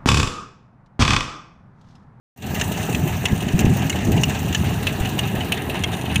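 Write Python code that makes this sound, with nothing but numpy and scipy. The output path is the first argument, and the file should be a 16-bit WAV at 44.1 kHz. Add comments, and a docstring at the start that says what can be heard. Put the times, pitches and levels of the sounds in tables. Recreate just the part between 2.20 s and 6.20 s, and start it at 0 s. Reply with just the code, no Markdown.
"""Threshing machine in an open field

A slow single-cylinder engine thumps into its exhaust pipe and chuffs four times a cycle over a steady
roar. Once a turn a drive part knocks on the sheet-metal housing, whose modes also ring as loose parts
rattle. Gusts of wind buffet the microphone. The sound fades in."""
import sys
import numpy as np
from scipy import signal
from scipy.fft import rfft, irfft
from scipy.io import wavfile

SR = 44100
rng = np.random.default_rng(int(sys.argv[2]) if len(sys.argv) > 2 else 0)


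def digitize_waveform(pressure):
    """Quantize a signal to 16-bit integers and store it at the path in sys.argv[1].

    Rows of a 2-D input are taken as channels; values are limited to [-1, 1].
    """
    field = np.atleast_2d(pressure).T
    bounded = np.clip(field, -1, 1)
    quanta = np.round(bounded * 32767).astype(np.int16)
    wavfile.write(sys.argv[1], SR, quanta)


N = 176400

# modes of the housing: (frequency [Hz], gain [dB], T60 [s])
HOUSING_MODES = [(2624, -12, 0.04), (2840, -8, 0.02), (3190, -8, 0.011), (3720, -10, 0.012),
                 (4170, -14, 0.0094), (5620, 0, 0.0094), (6180, 9, 0.0076), (6940, 7, 0.011),
                 (8960, 14, 0.004), (10500, 6, 0.0026), (14100, 10, 0.0019)]
# engine firings: (time [s], thump gain [dB], chuff gain [dB])
ENGINE_FIRINGS = [(0.165, -42.5, 5.5), (0.339, -19, 1.5), (0.513, -16, -2), (0.69, -16.5, -8.5),
                  (0.868, -17.5, -3.5), (1.042, -15.5, -7), (1.222, -15, -4.5), (1.395, -24, 5.5),
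                  (1.561, -21, 1), (1.747, -15, -1), (1.912, -30, 4.5), (2.089, -18, 4.5),
                  (2.272, -17.5, -4.5), (2.436, -15, -3), (2.623, -22, -2.5), (2.793, -18.5, 0),
                  (2.973, -18, -5), (3.145, -15, -1), (3.316, -17.5, 0.5), (3.489, -20, -0.5),
                  (3.664, -24, -4), (3.842, -16.5, 0)]


def amp(db):
    return 10 ** (np.asarray(db) / 20)


def in_time(rows):
    """Linear interpolation of each column over time."""
    s, *columns = np.transpose(rows)
    return [np.interp(np.arange(N) / SR, s, c) for c in columns]


def at_hz(hz, points_hz, values):
    """Interpolation between curves on a log-frequency axis."""
    k = np.interp(np.log(hz), np.log(points_hz), np.arange(len(points_hz)))
    low = min(int(k), len(points_hz) - 2)
    return values[low] + (k - low) * (values[low + 1] - values[low])


def drift(rate_hz):
    """Low-passed noise: a slow wander of rms 1."""
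    r = np.exp(-80 * np.pi * rate_hz / SR)
    slow = signal.lfilter([1], [1, -2 * r, r * r], rng.standard_normal(N // 40 + 2002))[2000:]
    return np.interp(np.arange(N) / 40, np.arange(len(slow)), slow / np.sqrt(np.mean(slow ** 2)))


def noise_bands(spectrum, centres):
    """A filter bank splits shaped noise of rms 1 into overlapping bands."""
    log_hz = np.log(np.maximum(np.arange(N // 2 + 1) * SR / N, 1))
    hz, db = np.transpose(spectrum)
    shaped = rfft(rng.standard_normal(N)) * amp(np.interp(log_hz, np.log(hz), db, -90, -90))
    shaped /= np.std(irfft(shaped, N))
    return [irfft(shaped * np.interp(log_hz, np.log(centres), peak), N) for peak in np.eye(len(centres))]


def ring(clicks, hz, t60):
    """Damped resonator: a unit impulse starts a decaying unit sine."""
    r, w = amp(-60 / (t60 * SR)), 2 * np.pi * hz / SR
    return signal.lfilter([0, np.sin(w)], [1, -2 * r * np.cos(w), r * r], clicks + 1e-18)


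def puff(clicks, rise_s, fall_s):
    """Double-exponential envelope: each impulse swells and dies away."""
    a, b = np.exp(-1 / (rise_s * SR)), np.exp(-1 / (fall_s * SR))
    return signal.lfilter([0, 2 * (b - a)], [1, -a - b, a * b], clicks + 1e-18)


def wind():
    """Turbulence at the microphone makes lumpy low noise, brighter in some gusts."""
    # gusts: (time [s], level [dB], extra gain at 500 Hz [dB])
    gusts = [(0.3, -27, 4), (0.39, -25, -8), (0.69, -27.5, 1.5), (0.77, -19, 1), (0.94, -25.5, -5),
             (1.1, -25.5, -5), (1.15, -18, 0), (1.2, -23, -10), (1.31, -25.5, 7), (1.35, -15, -6),
             (1.38, -20.5, -6), (1.5, -14, -8.5), (1.62, -24.5, -3), (1.65, -18, -5), (1.69, -27.5, 2),
             (1.86, -22.5, -0.5), (1.9, -10, -3.5), (1.94, -20.5, 4), (1.97, -14, -3.5), (2.1, -25.5, -8),
             (2.24, -21.5, -3), (2.35, -26, -1.5), (2.41, -17, -17), (2.43, -26, -11), (2.475, -21.5, -4.5),
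             (2.8, -26, 1), (2.98, -24, 0), (3.29, -27.5, 3.5), (3.57, -27, 0), (3.92, -26.5, -2.5),
             (4.0, -20.5, -13)]
    # wind spectrum: (frequency [Hz], relative density [dB])
    spectrum = [(12, -50), (20, -49), (40, -21), (80, -1), (102, -0.5), (187, -3), (316, -12), (409, -15),
                (500, -25), (650, -23), (1100, -120)]
    level_db, bright_db = in_time(gusts)
    centres, shared = np.geomspace(25, 500, 7), drift(25)
    out = 0
    for hz, band in zip(centres, noise_bands(spectrum, centres)):
        lumps_db = 1.5 * (shared + 0.4 * drift(31))
        out += band * amp(lumps_db + at_hz(hz, [200, 500], [0, bright_db]))
    return amp(level_db) * out


def buffets():
    """Slaps of air on the microphone are heavily damped pressure oscillations."""
    # slaps: (time [s], gain [dB], frequency [Hz])
    slaps = [(1.130, -4, 111), (1.3444, 1, 115), (1.420, -8, 400), (1.446, 3, 279), (1.467, 2.5, 173),
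             (1.885, -4, 190), (2.809, -6.5, 70)]
    pressure = sum(amp(db) * ring(np.arange(N) == int(s * SR), hz, t60=2.4 / hz) for s, db, hz in slaps)
    return -signal.lfilter([.07], [1, -.93], pressure)  # low-pass


def rattle():
    """Random impacts of loose parts excite the housing's modes in clumps of short scuffs."""
    scuff_s, mid_boost_db = .003, 18
    sizes = amp(2.5 * np.minimum(rng.exponential(1, N), 3))
    ticks = sizes * (rng.random(N) < 110 * amp(4 * drift(10)) / SR)  # around 110 a second
    scuffs = signal.lfilter([1], [1, -np.exp(-1 / (scuff_s * SR))], ticks + 1e-18)
    out = 0
    for hz, db, t60 in HOUSING_MODES:
        gain = amp(db + mid_boost_db * (2300 < hz < 4800))
        out += gain * ring(scuffs * rng.standard_normal(N), hz, t60)
    return amp(-74) * out


def chuff_envelopes():
    """Four chuffs follow each firing; their envelopes, one per band, decay faster in the treble."""
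    # chuffs of one cycle: (delay [s], gain over the roar at 0.8, 2.8, 7 and 14 kHz [dB])
    chuffs = [(.006, -3, 2.5, 12, 16), (.056, -3.5, 1, 7.5, -6), (.101, -33, -37, 11, 7),
              (.138, -21.5, -45, -3, 0)]
    jitter_s, scatter_db, falls_s = .0015, 2.5, [.028, .028, .0045, .0045]
    chuffs = np.array(chuffs)
    fired_s, _, extra_db = np.transpose(ENGINE_FIRINGS)[..., None]
    chance = rng.standard_normal((len(fired_s), len(chuffs), 3))
    s = fired_s + chuffs[:, 0] + jitter_s * chance[..., 0]
    scatter = chance[..., [1, 1, 2, 2]].transpose(2, 0, 1)  # bands vary in pairs
    clicks = np.zeros((4, N + SR))
    clicks[:, (s * SR).astype(int)] = amp(chuffs[:, 1:].T[:, None] + extra_db + scatter_db * scatter)
    lifts = [puff(c[:N], rise_s=.0025, fall_s=fall) for c, fall in zip(clicks, falls_s)]
    lifts.insert(1, 0.026 * lifts[0])  # a gap at 1250 Hz
    return lifts


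def engine_roar():
    """Amplitude modulation: each chuff lifts the bands of a steady roar by its own colour."""
    # roar spectrum: (frequency [Hz], relative density [dB])
    spectrum = [(180, -62), (300, -16), (432, 0), (485, -13.5), (733, -1), (1180, -11), (1260, -7.5),
                (1420, -13.5), (1670, -6), (2290, -14.5), (2750, -7.5), (3240, -18.5), (3760, -17.5),
                (5150, -30), (6000, -21.5), (9340, -28.5), (12400, -37), (13400, -21), (15500, -24.5)]
    # colour as the microphone turns: (time [s], gain at 4, 6.9, 11.54 and 14.1 kHz [dB])
    turning = [(.2, 1.5, 5, 8, 2), (.7, 0.5, 9.5, 3, 7.5), (1.2, -4, 3.5, 0, 2), (1.5, -2, 5.5, 1, -0.5),
               (2.1, -1, 7.5, -0.5, 4), (2.8, 3.5, 3.5, 5.5, 2), (3.2, 1, -1.5, 5, 0),
               (3.6, 1, -7, 13.5, -12), (4.0, -0.5, -5.5, 12.5, -14)]
    lifts = chuff_envelopes()
    colour, shared = [np.zeros(N)] + in_time(turning), drift(6.8)
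    centres = np.geomspace(300, 15600, 18)
    out = 0
    for hz, band in zip(centres, noise_bands(spectrum, centres)):
        colour_db = at_hz(hz, [2060, 4000, 6900, 11540, 14100], colour)
        flicker_db = 2 * (0.23 * shared + drift(16.4))
        lift = at_hz(hz, [800, 1250, 2800, 7000, 14000], lifts)
        out += band * amp(colour_db + flicker_db) * (1 + lift)
    return amp(-35.5) * out


def exhaust_thumps():
    """Each firing drives the exhaust pipe's resonances with a double pressure pulse."""
    # pipe resonances: (frequency [Hz], gain [dB], T60 [s])
    pipe_modes = [(420, -5.5, 0.014), (603, -7.5, 0.013), (795, -8.5, 0.016)]
    s, db, _ = np.transpose(ENGINE_FIRINGS)
    out = 0
    for hz, mode_db, t60 in pipe_modes:
        pulses, vary = np.zeros(N), rng.standard_normal((len(s), 2))
        pulses[(s * SR).astype(int)] = amp(db + mode_db + 2 * vary[:, 0])
        pulses[((s + .003) * SR).astype(int)] = amp(db + mode_db) * vary[:, 1] * 1.36
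        out += ring(pulses, hz, t60)
    return signal.lfilter([.15], [1, -.85], out)  # low-pass


def knocks():
    """Impact excitation: a drive part's brief burst of contacts rings the panel and housing modes."""
    # knocks: (time [s], gain [dB], struck panel mode [Hz], low panel mode [Hz],
    # gain of the low, high and top modes against the middle ones [dB])
    strikes = [(0.399, -17, 2520, 1720, -20, -9, -27), (0.413, -6.5, 2780, 1786, -2.5, -11, -32),
               (0.748, -9.5, 2640, 1880, -20, -17.5, -23), (1.0553, -3.5, 2915, 2050, -13, -16.5, -24),
               (1.0845, -22.5, 3640, 2080, 6, -11, -25), (1.285, -16.5, 3000, 2050, -10, -15, -26),
               (1.3918, -8, 2660, 1830, -25, -7, -17), (1.6975, -11.5, 2840, 2100, 0, -6.5, -15.5),
               (1.727, -22.5, 3930, 2160, 8, -14, -21), (1.7888, -18.5, 2800, 2050, -14, -15, -31),
               (1.9773, -16.5, 2820, 2030, -17, -19, -31), (2.035, -4, 2710, 2280, -24, -14.5, -20.5),
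               (2.327, -15.5, 2900, 1900, -8, -15, -27.5), (2.3478, -6.5, 3006, 1760, -7.5, -10.5, -30),
               (2.6697, -3.5, 2610, 2250, -24, -23, -25.5), (2.8553, -16.5, 2900, 1760, -12, -18, -30),
               (2.9907, -7, 2850, 1720, -11, -15.5, -17), (3.035, -23, 3750, 1720, -10, -22, -30),
               (3.154, -25.5, 2720, 1770, 8.5, -16, -17), (3.2062, -18, 2980, 2050, -9, -26, -25),
               (3.321, -6.5, 2720, 2280, -6, -18, -15.5), (3.374, -19, 3580, 2050, -20, -22, -25),
               (3.4976, -15.5, 2700, 1750, -14, -42, -40), (3.55, -30, 2900, 1750, -12, -28, -35),
               (3.6377, -7.5, 3240, 2150, -5.5, -14, -24), (3.7335, -19, 3660, 1720, -4, -19, -25),
               (3.858, -21.5, 2820, 1730, -12, -26, -30), (3.9582, -4, 3030, 2277, -8, -21.5, -20.5)]
    contacts_per_s, detune, scatter_db = 6000, .02, 2
    t, out = np.arange(4000) / SR, np.zeros(N + SR)
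    for s, db, panel_hz, low_hz, low_db, high_db, top_db in strikes:
        modes = HOUSING_MODES + [(hz, -0.5, .022) for hz in (panel_hz, low_hz)]
        vary, sound = rng.standard_normal((len(modes), 2)), 0
        vary[-2:] = 0  # no detuning or scatter for the panel modes
        for (hz, mode_db, t60), (tune, strength) in zip(modes, vary):
            chance, force = rng.random((2, len(t)))
            fed_s = .0045 * (2800 / hz) ** 0.28  # high modes are driven more briefly
            envelope = np.exp(-t / fed_s) * (1 - np.exp(-t / (0.36 * fed_s)))
            hits = (chance < contacts_per_s / SR) * (2 * force - 1) * envelope
            hits[0] = .7  # first contact
            colour_db = (low_db, 0, high_db, top_db)[np.searchsorted([2300, 4800, 7500], hz)]
            gain = amp(mode_db + colour_db + scatter_db * strength) / np.linalg.norm(hits)
            sound += gain * ring(hits, hz * (1 + detune * tune), t60)
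        start = int(s * SR)
        out[start:start + len(t)] += amp(db - 5) * sound
    return out[:N]


def scene():
    """Superposition of machine and wind in one channel."""
    return (knocks() + rattle() + exhaust_thumps() + engine_roar() + wind() + buffets())[None]


def record(dry):
    """After a fade-in, saturation rounds the peaks and a low-pass cuts the top."""
    # fade-in: (time [s], gain [dB])
    fade_in = [(.158, -120), (.162, -24), (.21, -17), (.228, -8), (.3, -3.5), (.36, 0)]
    fade_db, = in_time(fade_in)
    soft = 1.287 * np.tanh(dry * amp(fade_db) / 1.13)
    return signal.sosfilt(signal.cheby2(18, 50, 15950, fs=SR, output="sos"), soft)


dry = scene()
out = record(dry)
digitize_waveform(out)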